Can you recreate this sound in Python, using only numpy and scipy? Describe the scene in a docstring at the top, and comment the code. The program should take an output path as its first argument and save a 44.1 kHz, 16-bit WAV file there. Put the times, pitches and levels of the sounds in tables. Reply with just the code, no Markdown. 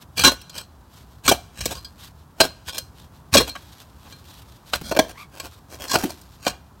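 """A steel shovel chops into packed, stony soil at the edge of a pit in a yard, close to the microphone.
Four blows in the first half crush grit, ring the blade's modes and thud into the ground; scrapes and stone ticks
lie around them. Packed earth cracks and loose earth slides, mostly later, and a rubbery stick-slip squeak rises once.
Cloth and grass rustle faintly throughout as dry friction, pit and house walls return thin reflections,
and distant traffic rumbles underneath as low filtered noise."""
import sys
import numpy as np
from scipy import signal
from scipy.fft import rfft, irfft
from scipy.io import wavfile
from scipy.ndimage import uniform_filter1d

SR = 44100
rng = np.random.default_rng(int(sys.argv[2]) if len(sys.argv) > 2 else 0)


def file_out(sig):
    """Save sig as 16-bit WAV at sys.argv[1]."""
    # one column per channel
    cols = np.atleast_2d(sig).T
    # limit, then scale
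    lim = np.clip(cols, -1, 1)
    pcm = np.round(lim * 32767).astype(np.int16)
    wavfile.write(sys.argv[1], SR, pcm)


N = 299880

# spectral outline of dull, loose or packed earth: f/Hz, level/dB
EARTH_OUTLINE = [(40, -29.5), (130, -3), (280, 6.5), (450, 1.5), (660, 6), (1200, -5), (2200, -11.5),
                 (8000, -17.5)]
# spectral outline of the shaken ground: f/Hz, level/dB
GROUND_OUTLINE = [(30, -33), (60, 3), (110, -6.5), (220, -10.5), (400, -21.5), (2000, -57)]
# spectral outline of dry friction on cloth and grass: f/Hz, level/dB
CLOTH_OUTLINE = [(200, -16), (1150, 1), (2200, -5), (3900, 1), (6500, -5), (8700, -7), (10400, -11),
                 (12000, -4.5), (16000, -15.5)]

CHOP_TILT_DB = 0.5  # brightness of entry and thud, dB per octave


def chops():
    """Overlapping impacts: a swing crunches in, grinds over a stone and thuds, in varying order; earth breaks loose."""
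    # full swings into the pit wall: t/s, entry length/s, crunch level/dB, stone delay/s, stone length/s,
    # stone brightness/(dB per octave), blade ring level/dB, contact place (0 tip, 1 side),
    # thud delay/s, thud level/dB, thud f/Hz
    swings = [ (0.2367, 0.021, -12, .011, .037, 1.5, -6, 0.081, 0.037, -17.5, 1076),
              (1.2786, 0.0045, -11, .011, 0.0096, 4, -24.5, .1, 0.035, -10.5, 711),
              (2.4022, 0.012, -11, .004, .008, -3, -19.5, 0.99, 0.0012, -13, 650),
              (3.339, 0.012, -10.5, 0.03, 0.016, 0.5, -9, 0.85, .011, -7.5, 544)]
    # relative to the entry's crunch
    entry_ring_db, stone_db = -9.5, -0.5
    loose_earth_db, loose_grit_db, loose_rumble_db = -13.5, -23, -24.5
    # the shaft's knock is alike in every swing
    shaft_db, shaft_hz = -22, 269
    stone_knock_db, stone_knock_hz = -19, 383
    # crunch and ring are relative to the thud
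    thud_s, thud_crunch_db, thud_ring_db = 0.011, -8, -18.5
    # earth breaks loose once the blade has passed the stone
    loose_lag_s, loose_s = .02, 0.032
    out = np.zeros(N)
    for s, entry, db, to_stone, on_stone, tilt, ring_db, place, to_thud, thud_db, thud_hz in swings:
        entry_blow = blow(entry, db, CHOP_TILT_DB, db + entry_ring_db, place, shaft_db, shaft_hz)
        add(out, s, entry_blow)
        stone_blow = blow(on_stone, db + stone_db, tilt, ring_db, place, stone_knock_db, stone_knock_hz)
        add(out, s + to_stone, stone_blow)
        thud_blow = blow(thud_s, thud_db + thud_crunch_db, CHOP_TILT_DB, thud_db + thud_ring_db,
                         place, thud_db, thud_hz)
        add(out, s + to_thud, thud_blow)
        loose_at = s + to_stone + on_stone + loose_lag_s
        grit_db = db + loose_grit_db
        add(out, *slide(loose_at, loose_s, loose_s, grit_db, grit_db,
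                        db + loose_earth_db, db + loose_rumble_db))
    return out


def blow(bite, crunch_db, tilt, ring_db, place, thud_db, thud_hz, contact_db=3, ground_db=-20, ground_s=.035):
    """Impact excitation: one contact force drives crunch, blade and thud, and noise shakes the ground."""
    contact_hz = 5200  # soil cushions the contact, so higher modes ring less
    force = bite_force(bite)
    t = np.arange(len(force)) / SR
    crunch = crest(grind(force, place, tilt), crunch_db)
    # the first hard contact kicks all modes together; the grit then keeps stirring them
    kick = (t == 0) * np.linalg.norm(force) * undb(contact_db)
    jolt = signal.sosfilt(signal.butter(2, contact_hz, fs=SR, output="sos"), force + kick)
    ring = crest(blade(jolt, place, scatter_db=4), ring_db)
    body = crest(thud(force, thud_hz), thud_db)
    # the ground's shake dies away at its own rate
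    tremor = rng.standard_normal(len(t)) * np.exp(-t / ground_s)
    shake = crest(colour(tremor, GROUND_OUTLINE), crunch_db + ground_db)
    return crunch + ring + body + shake


def bite_force(bite, release_s=0.0023, crumble_db=-20, crumble_s=0.038):
    """Granular crushing: the edge bites at once, crushes grit until it stops, and crumbs settle after it."""
    t = np.arange(SR // 3) / SR
    after = np.maximum(t - bite, 0)
    push = np.exp(-after / release_s) + undb(crumble_db) * np.exp(-after / crumble_s)
    return push * grit(t, grain_db=5.5, clump_db=1.0, clump_rate=570)


def grind(force, place, tilt):
    """Crushing noise: grit heard directly and through the blade, which the soil damps meanwhile."""
    # spectral outline of crushed grit: f/Hz, level/dB
    crunch_outline = [(60, -17.5), (300, -9), (900, 9.5), (1300, 4.5), (1600, 8.5), (1950, -2), (2400, 7.5),
                      (3800, 0), (5200, 3.5), (8500, -1.5), (10300, -9.5), (12000, -5.5), (16000, -14)]
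    choked = blade(force, place, longest_t60=.03)
    return colour(unit(force) + undb(-3) * unit(choked), crunch_outline, tilt)


def blade(force, place, longest_t60=1, scatter_db=5.0, detune=.0018):
    """Modal synthesis: contact place weights damped modes; pressed soil shortens their ring."""
    # steel blade in soil, before scatter: f/Hz, level struck at tip/dB, level struck at side/dB, t60/s
    modes = [ (265, -10, -10, .11), (520, -5, -6, .07), (1098, 0, -11, .085), (1475, -4, -16, .16),
             (1610, -11, -10, .16), (2358, -3, -12, .08), (2805, -10, -13, .11), (3170, -3, -9, .07),
             (3314, -6, -2, .07), (3710, -7, -9, .1), (3855, -12, -4, .07), (4036, 2, -8, .095),
             (4158, -6, 1, .18), (4288, -9, -4, .15), (4865, -8, -3, .09), (5482, -11, -6, .08),
             (5898, -3, -14, .09), (6525, -8, -10, .08), (7940, -9, -5, .06), (8330, -6, -10, .07),
             (8880, -7, -6, .04), (9240, -11, -11, .04), (11950, -9, -9, .03)]
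    t = np.arange(SR // 4, dtype=np.float32) / SR
    hz, tip_db, side_db, t60 = np.transpose(modes)
    strength, load, sign = rng.standard_normal((3, len(hz)))
    db = tip_db + np.clip(place, 0, 1) * (side_db - tip_db) + scatter_db * strength
    # clinging soil shifts each mode a little
    turn = np.float32(2 * np.pi * hz * (1 + detune * load))[:, None] * t
    decay = np.float32(-np.log(1000) / np.minimum(t60, longest_t60))
    fade = np.exp(decay[:, None] * t)
    response = np.float32(np.sign(sign) * undb(db)) @ (np.sin(turn) * fade)
    return convolve(force, response)


def thud(force, hz, spread_db=-3):
    """Damped resonance: shaft and packed earth give one short, low mode over a dull broad knock."""
    t, t60 = np.arange(SR // 10) / SR, .034
    knock = convolve(force, np.cos(2 * np.pi * hz * t) * undb(-60 * t / t60))
    knock = signal.sosfilt(signal.butter(2, 2 * hz, fs=SR, output="sos"), knock)
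    return crest(knock, 0) + crest(colour(force, EARTH_OUTLINE), spread_db)


def taps():
    """Light impacts: stones tick against the blade as it is drawn back or set down."""
    # contacts of blade and stone: t/s, crunch level/dB, brightness/(dB per octave), blade ring level/dB
    ticks = [ (0.414, -42.5, 4, -55), (0.496, -40.5, 2.5, -46), (0.579, -30, 2.5, -46),
             (1.606, -29, .5, -54), (1.656, -20, 6, -59), (1.847, -45, 8, -35.5), (2.781, -24, 5.5, -34.5),
             (3.493, -37, 6, -32), (4.124, -47.5, 2, -43.5), (4.734, -17, -1.5, -47),
             (5.399, -29.5, 2, -51.5), (6.214, -48, 6, -80), (6.476, -21, -0.5, -41)]
    length_s, place = .006, 0.95
    thud_db, thud_hz = -15.5, 626  # level relative to the crunch
    out = np.zeros(N)
    for s, db, tilt, ring_db in ticks:
        add(out, s, blow(length_s, db, tilt, ring_db, place, db + thud_db, thud_hz))
    return out


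def cracks():
    """Brittle fracture: packed earth cracks dully and knocks the shaft; the buried blade hardly rings."""
    # earth cracking against the buried blade: t/s, length/s, thud level/dB, thud f/Hz
    fractures = [ (1.658, 0.0042, -27, 490), (3.402, 0.015, -19.5, 493), (3.553, 0.011, -45, 1120),
                 (4.051, 0.028, -51, 784), (4.812, 0.0078, -32.5, 220), (4.913, 0.011, -21.5, 666),
                 (4.949, 0.0062, -30.5, 566), (4.964, 0.0096, -18, 620), (4.990, 0.0065, -9, 640),
                 (5.938, 0.023, -19, 580), (5.954, 0.007, -13.5, 690), (6.036, 0.0085, -18, 314),
                 (6.466, 0.0017, -20, 752)]
    # firmer earth cracks higher, with more crunch; crunch is relative to the thud
    firm_hz, firm_crunch_db, crunch_db_per_octave = 640, -4.5, 21
    tilt_db, place = -4.5, 0.29
    # ring and the shaft's knock are relative to the thud
    ring_db, shaft_db, shaft_hz = -47, -6.5, 322
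    out = np.zeros(N)
    for s, length, db, hz in fractures:
        crunch_db = db + firm_crunch_db + crunch_db_per_octave * np.log2(hz / firm_hz)
        add(out, s, blow(length, crunch_db, tilt_db, db + ring_db, place, db, hz))
        add(out, s, crest(thud(bite_force(length), shaft_hz), db + shaft_db))
    return out


def scrapes():
    """Sliding friction: the blade grazes the pit wall on its way in and out."""
    # it rings more when free of the soil: t at the height/s, rise/s, fall/s,
    # grit level/dB, blade ring level/dB, ground rumble level/dB
    grazes = [ (0.186, 0.014, 0.056, -19, -24, -29), (0.571, 0.031, 0.046, -36.5, -45.5, -58),
              (1.262, 0.015, 0.04, -25.5, -31.5, -32), (1.628, 0.053, 0.1, -32.5, -41, -30.5),
              (1.761, 0.042, 0.029, -40, -43, -40.5), (2.692, 0.022, 0.017, -30.5, -36.5, -36.5),
              (2.763, 0.044, 0.03, -34.5, -44, -56), (3.338, 0.011, 0.07, -25, -29.5, -21.5),
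              (4.885, 0.042, .05, -36.5, -41, -33), (5.939, 0.043, 0.027, -20.5, -34.5, -40),
              (6.487, 0.047, .02, -28.5, -52.5, -63)]
    dragged_earth_db = -9  # relative to the grit
    out = np.zeros(N)
    for s, rise, fall, db, ring_db, ground_db in grazes:
        add(out, *slide(s, rise, fall, db, ring_db, db + dragged_earth_db, ground_db))
    return out


def slide(s, rise, fall, grit_db, ring_db, earth_db, ground_db, place=0.71, stone_db=-4):
    """Granular friction: sand and stones catch on the blade as loose earth tumbles; gives (start s, sound)."""
    t = np.arange(SR // 2) / SR
    start = max(s - t.mean(), 0)
    pressure = swell(start + t - s, rise, fall)
    grains = grit(t, grain_db=11, clump_db=5, clump_rate=350)
    force = pressure * (grains + undb(stone_db) * stones(t, rate=200))
    sand = crest(grind(force, place, tilt=1.0), grit_db)
    ring = crest(blade(force, place), ring_db)
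    earth = crest(colour(force, EARTH_OUTLINE), earth_db)
    rumble = crest(colour(force, GROUND_OUTLINE), ground_db)
    return start, sand + ring + earth + rumble


def spills():
    """Granular flow: earth slides off the blade, and crumbs trickle into the grass from its height on."""
    # loose earth sliding: t at the height/s, half length/s, level/dB
    slips = [ (1.719, 0.013, -30), (3.482, 0.015, -32.5), (4.75, .015, -27.5), (5.1, 0.019, -40.5),
             (5.379, 0.052, -42), (5.453, .024, -37), (5.734, 0.035, -40), (5.837, 0.03, -34.5),
             (6.004, 0.036, -30), (6.062, 0.022, -35.5), (6.108, 0.021, -34)]
    trickle_db, trickle_s = -16.5, 0.12  # level relative to the spill, decay time
    out, t = np.zeros(N), np.arange(SR) / SR
    for s, length, db in slips:
        add(out, *spill(s, length, db))
        crumbs = stones(t, rate=450) * np.exp(-t / trickle_s)
        add(out, s, crest(colour(crumbs, CLOTH_OUTLINE), db + trickle_db))
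    return out


def spill(s, length, db):
    """Granular friction led by loose earth, with a little grit, ring and rumble; gives (start s, sound)."""
    grit_db, ring_db, rumble_db = -4, -17.5, -7.5  # relative to the earth
    return slide(s, length, length, db + grit_db, db + ring_db, db, db + rumble_db)


def squeak(overtones_db=(0, -1, -10, -15)):
    """Stick-slip oscillation: a rubbery squeak, as of a boot on the blade's step, rises to the push's height."""
    at_s, rise_s, fall_s, level_db = 5.212, 0.047, 0.031, -40
    top_hz, octaves_per_s = 1200, 5.5
    out, t = np.zeros(N), np.arange(SR // 4) / SR
    lag = t - t.mean()
    pitch_hz = top_hz * 2 ** (octaves_per_s * np.minimum(lag, 0))
    phase = rub_phase(t, pitch_hz, rough=.09)
    tone = sum(undb(db) * np.sin(k * phase) for k, db in enumerate(overtones_db, 1))
    uneven_tone = unit(tone * undb(3.4 * walk(t, 239)))
    hiss = unit(colour(rng.standard_normal(len(t)), CLOTH_OUTLINE))
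    rasp = uneven_tone + undb(-7.5) * hiss
    add(out, at_s - t.mean(), crest(rasp * swell(lag, rise_s, fall_s), level_db))
    return out


def rustle(rest_db=-70):
    """Dry friction of cloth and grass; the passing rate of the cloth's ribs sets a pitch that rises with speed."""
    # brushes as the digger moves: t at the height/s, half length/s, level/dB
    brushes = [ (0.024, 0.013, -49), (0.974, 0.063, -55.5), (1.133, 0.055, -62.5), (2.038, 0.045, -44),
               (2.203, .03, -59.5), (3.007, 0.045, -51.5), (3.158, .03, -57.5), (3.712, 0.15, -56.5),
               (3.804, .02, -46), (4.093, 0.093, -52), (4.338, 0.09, -49), (4.533, 0.06, -56.5),
               (4.708, 0.046, -49.5), (5.525, 0.054, -55.5), (6.342, 0.034, -58)]
    rib_hz, rib_db = 3770, -4.5  # pitch at full speed, level factor on the ribs' sine
    t = np.arange(N) / SR
    rubbing = grit(t, grain_db=6.5, clump_db=3.5, clump_rate=90)
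    fibres = unit(colour(rubbing + undb(-7.5) * stones(t, rate=90), CLOTH_OUTLINE))
    out, t_swish = undb(rest_db) * fibres, t[:SR // 2]
    for s, length, db in brushes:
        start = max(s - t_swish.mean(), 0)
        speed = swell(start + t_swish - s, length, length)
        ribs = np.sin(rub_phase(t_swish, rib_hz * speed ** .25, rough=.15))
        brushed = fibres[int(start * SR):][:len(speed)]
        add(out, start, undb(db) * speed * (brushed + undb(rib_db) * ribs))
    return out


def yard(x, pit_db=-17, pit_t60=0.11, walls_db=-34):
    """Reverberation as decaying noise: quick reflections in the pit, then a thin tail from the house walls."""
    t = np.arange(SR) / SR
    pit, walls = rng.standard_normal((2, SR))
    walls_t60 = .8
    pit = pit * undb(-60 * t / pit_t60) * (t > .004)
    walls_outline = [(100, -16), (1600, 5.0), (4500, 3.5), (12000, -0.5)]  # f/Hz, level/dB
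    walls = colour(walls * undb(-60 * t / walls_t60) * (t > .02), walls_outline)
    pit_part = undb(pit_db) * pit / np.linalg.norm(pit)
    walls_part = undb(walls_db) * walls / np.linalg.norm(walls)
    return convolve(x, pit_part + walls_part)


def town(level_db=-48.0):
    """Filtered noise: distant traffic rumbles low, its level wandering slightly."""
    # spectral outline of distant traffic: f/Hz, level/dB
    town_outline = [(20, -40.5), (40, -14), (62, 0.5), (90, -2), (150, -7.5), (280, -15.5), (500, -22.5),
                    (1000, -19), (1600, -27.5), (2100, -37.5), (4000, -39.5), (9000, -42.5)]
    wander = walk(np.arange(N) / SR, 2)
    rumble = unit(colour(rng.standard_normal(N), town_outline))
    return rumble * undb(level_db + wander / 2)


def grit(t, grain_db, clump_db, clump_rate):
    """Granular noise: dense clicks of uneven size that bunch as the grains stick and give way."""
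    sizes = undb(grain_db * np.clip(rng.standard_normal(len(t)), -2, 2))
    clumps = undb(clump_db * walk(t, clump_rate))
    return unit(rng.standard_normal(len(t)) * sizes * clumps)


def stones(t, rate, size_db=5):
    """Random impulses: lone ticks of small stones, a few much larger than the rest."""
    hit = rng.random(len(t)) < rate / SR
    sizes = undb(size_db * np.minimum(rng.exponential(size=len(t)), 2))
    # the tiny offset keeps a stretch without ticks from dividing by zero
    return unit(hit * sizes * np.sign(rng.standard_normal(len(t))) + 1e-9)


def rub_phase(t, hz, rough):
    """Frequency modulation: phase of a stick-slip tone whose pitch flutters."""
    return 2 * np.pi * np.cumsum(hz * (1 + rough * walk(t, 900))) / SR


def swell(lag, rise, fall):
    """Gaussian envelope: smooth rise to 1 at lag 0 and fall after it."""
    return np.exp(-(lag / np.where(lag < 0, rise, fall)) ** 2)


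def walk(t, rate):
    """Linear interpolation of random levels, `rate` of them a second."""
    knots = rng.standard_normal(size=2048)
    return np.interp(t * rate, np.arange(len(knots)), knots)


def colour(x, points, tilt=0, size=4096):
    """Minimum-phase filter with a (f/Hz, level/dB) outline, tilted by some dB per octave above 1024 Hz."""
    hz, db = np.transpose(points)
    octave = np.log2(np.maximum(np.fft.rfftfreq(size, 1 / SR), 10))
    gain_db = np.interp(octave, np.log2(hz), db) + tilt * np.maximum(octave - 10, 0)
    # folding the cepstrum forward makes the response causal
    cepstrum = irfft(np.log(undb(gain_db)))
    cepstrum[1:size // 2] *= 2
    cepstrum[size // 2 + 1:] = 0
    return convolve(x, irfft(np.exp(rfft(cepstrum))))


def convolve(x, response):
    """Linear system: pass x through an impulse response, keeping its length."""
    return signal.fftconvolve(x, response)[:len(x)]


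def undb(db):
    """Logarithmic level: decibels to amplitude gain."""
    return 10 ** (np.asarray(db) / 20)


def unit(x):
    """Energy normalisation: scale to rms 1."""
    return x / np.sqrt(np.mean(x ** 2))


def crest(x, db):
    """Short-time level: scale so that the loudest 10 ms have this rms level."""
    power = uniform_filter1d(x ** 2, SR // 100, mode="constant")
    return x * undb(db) / np.sqrt(power.max())


def add(out, s, x):
    """Superposition: mix x into out from time s on."""
    start = int(s * SR)
    out[start:start + len(x)] += x[:len(out) - start]


def scene():
    """Superposition of the shovel and the digger, their reflections in the yard, and the town."""
    digging = chops() + taps() + cracks() + scrapes() + spills() + rustle() + squeak()
    return (digging + yard(digging) + town())[None]


def record(dry):
    """Soft saturation and low-pass: the microphone rounds off the hardest blows; the top is cut."""
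    top_hz = 15900
    rounded = dry / (1 + (dry / .88) ** 4) ** (1 / 4)
    return signal.sosfilt(signal.ellip(10, .2, 70, top_hz, fs=SR, output="sos"), rounded)


dry = scene()
out = record(dry)
file_out(out)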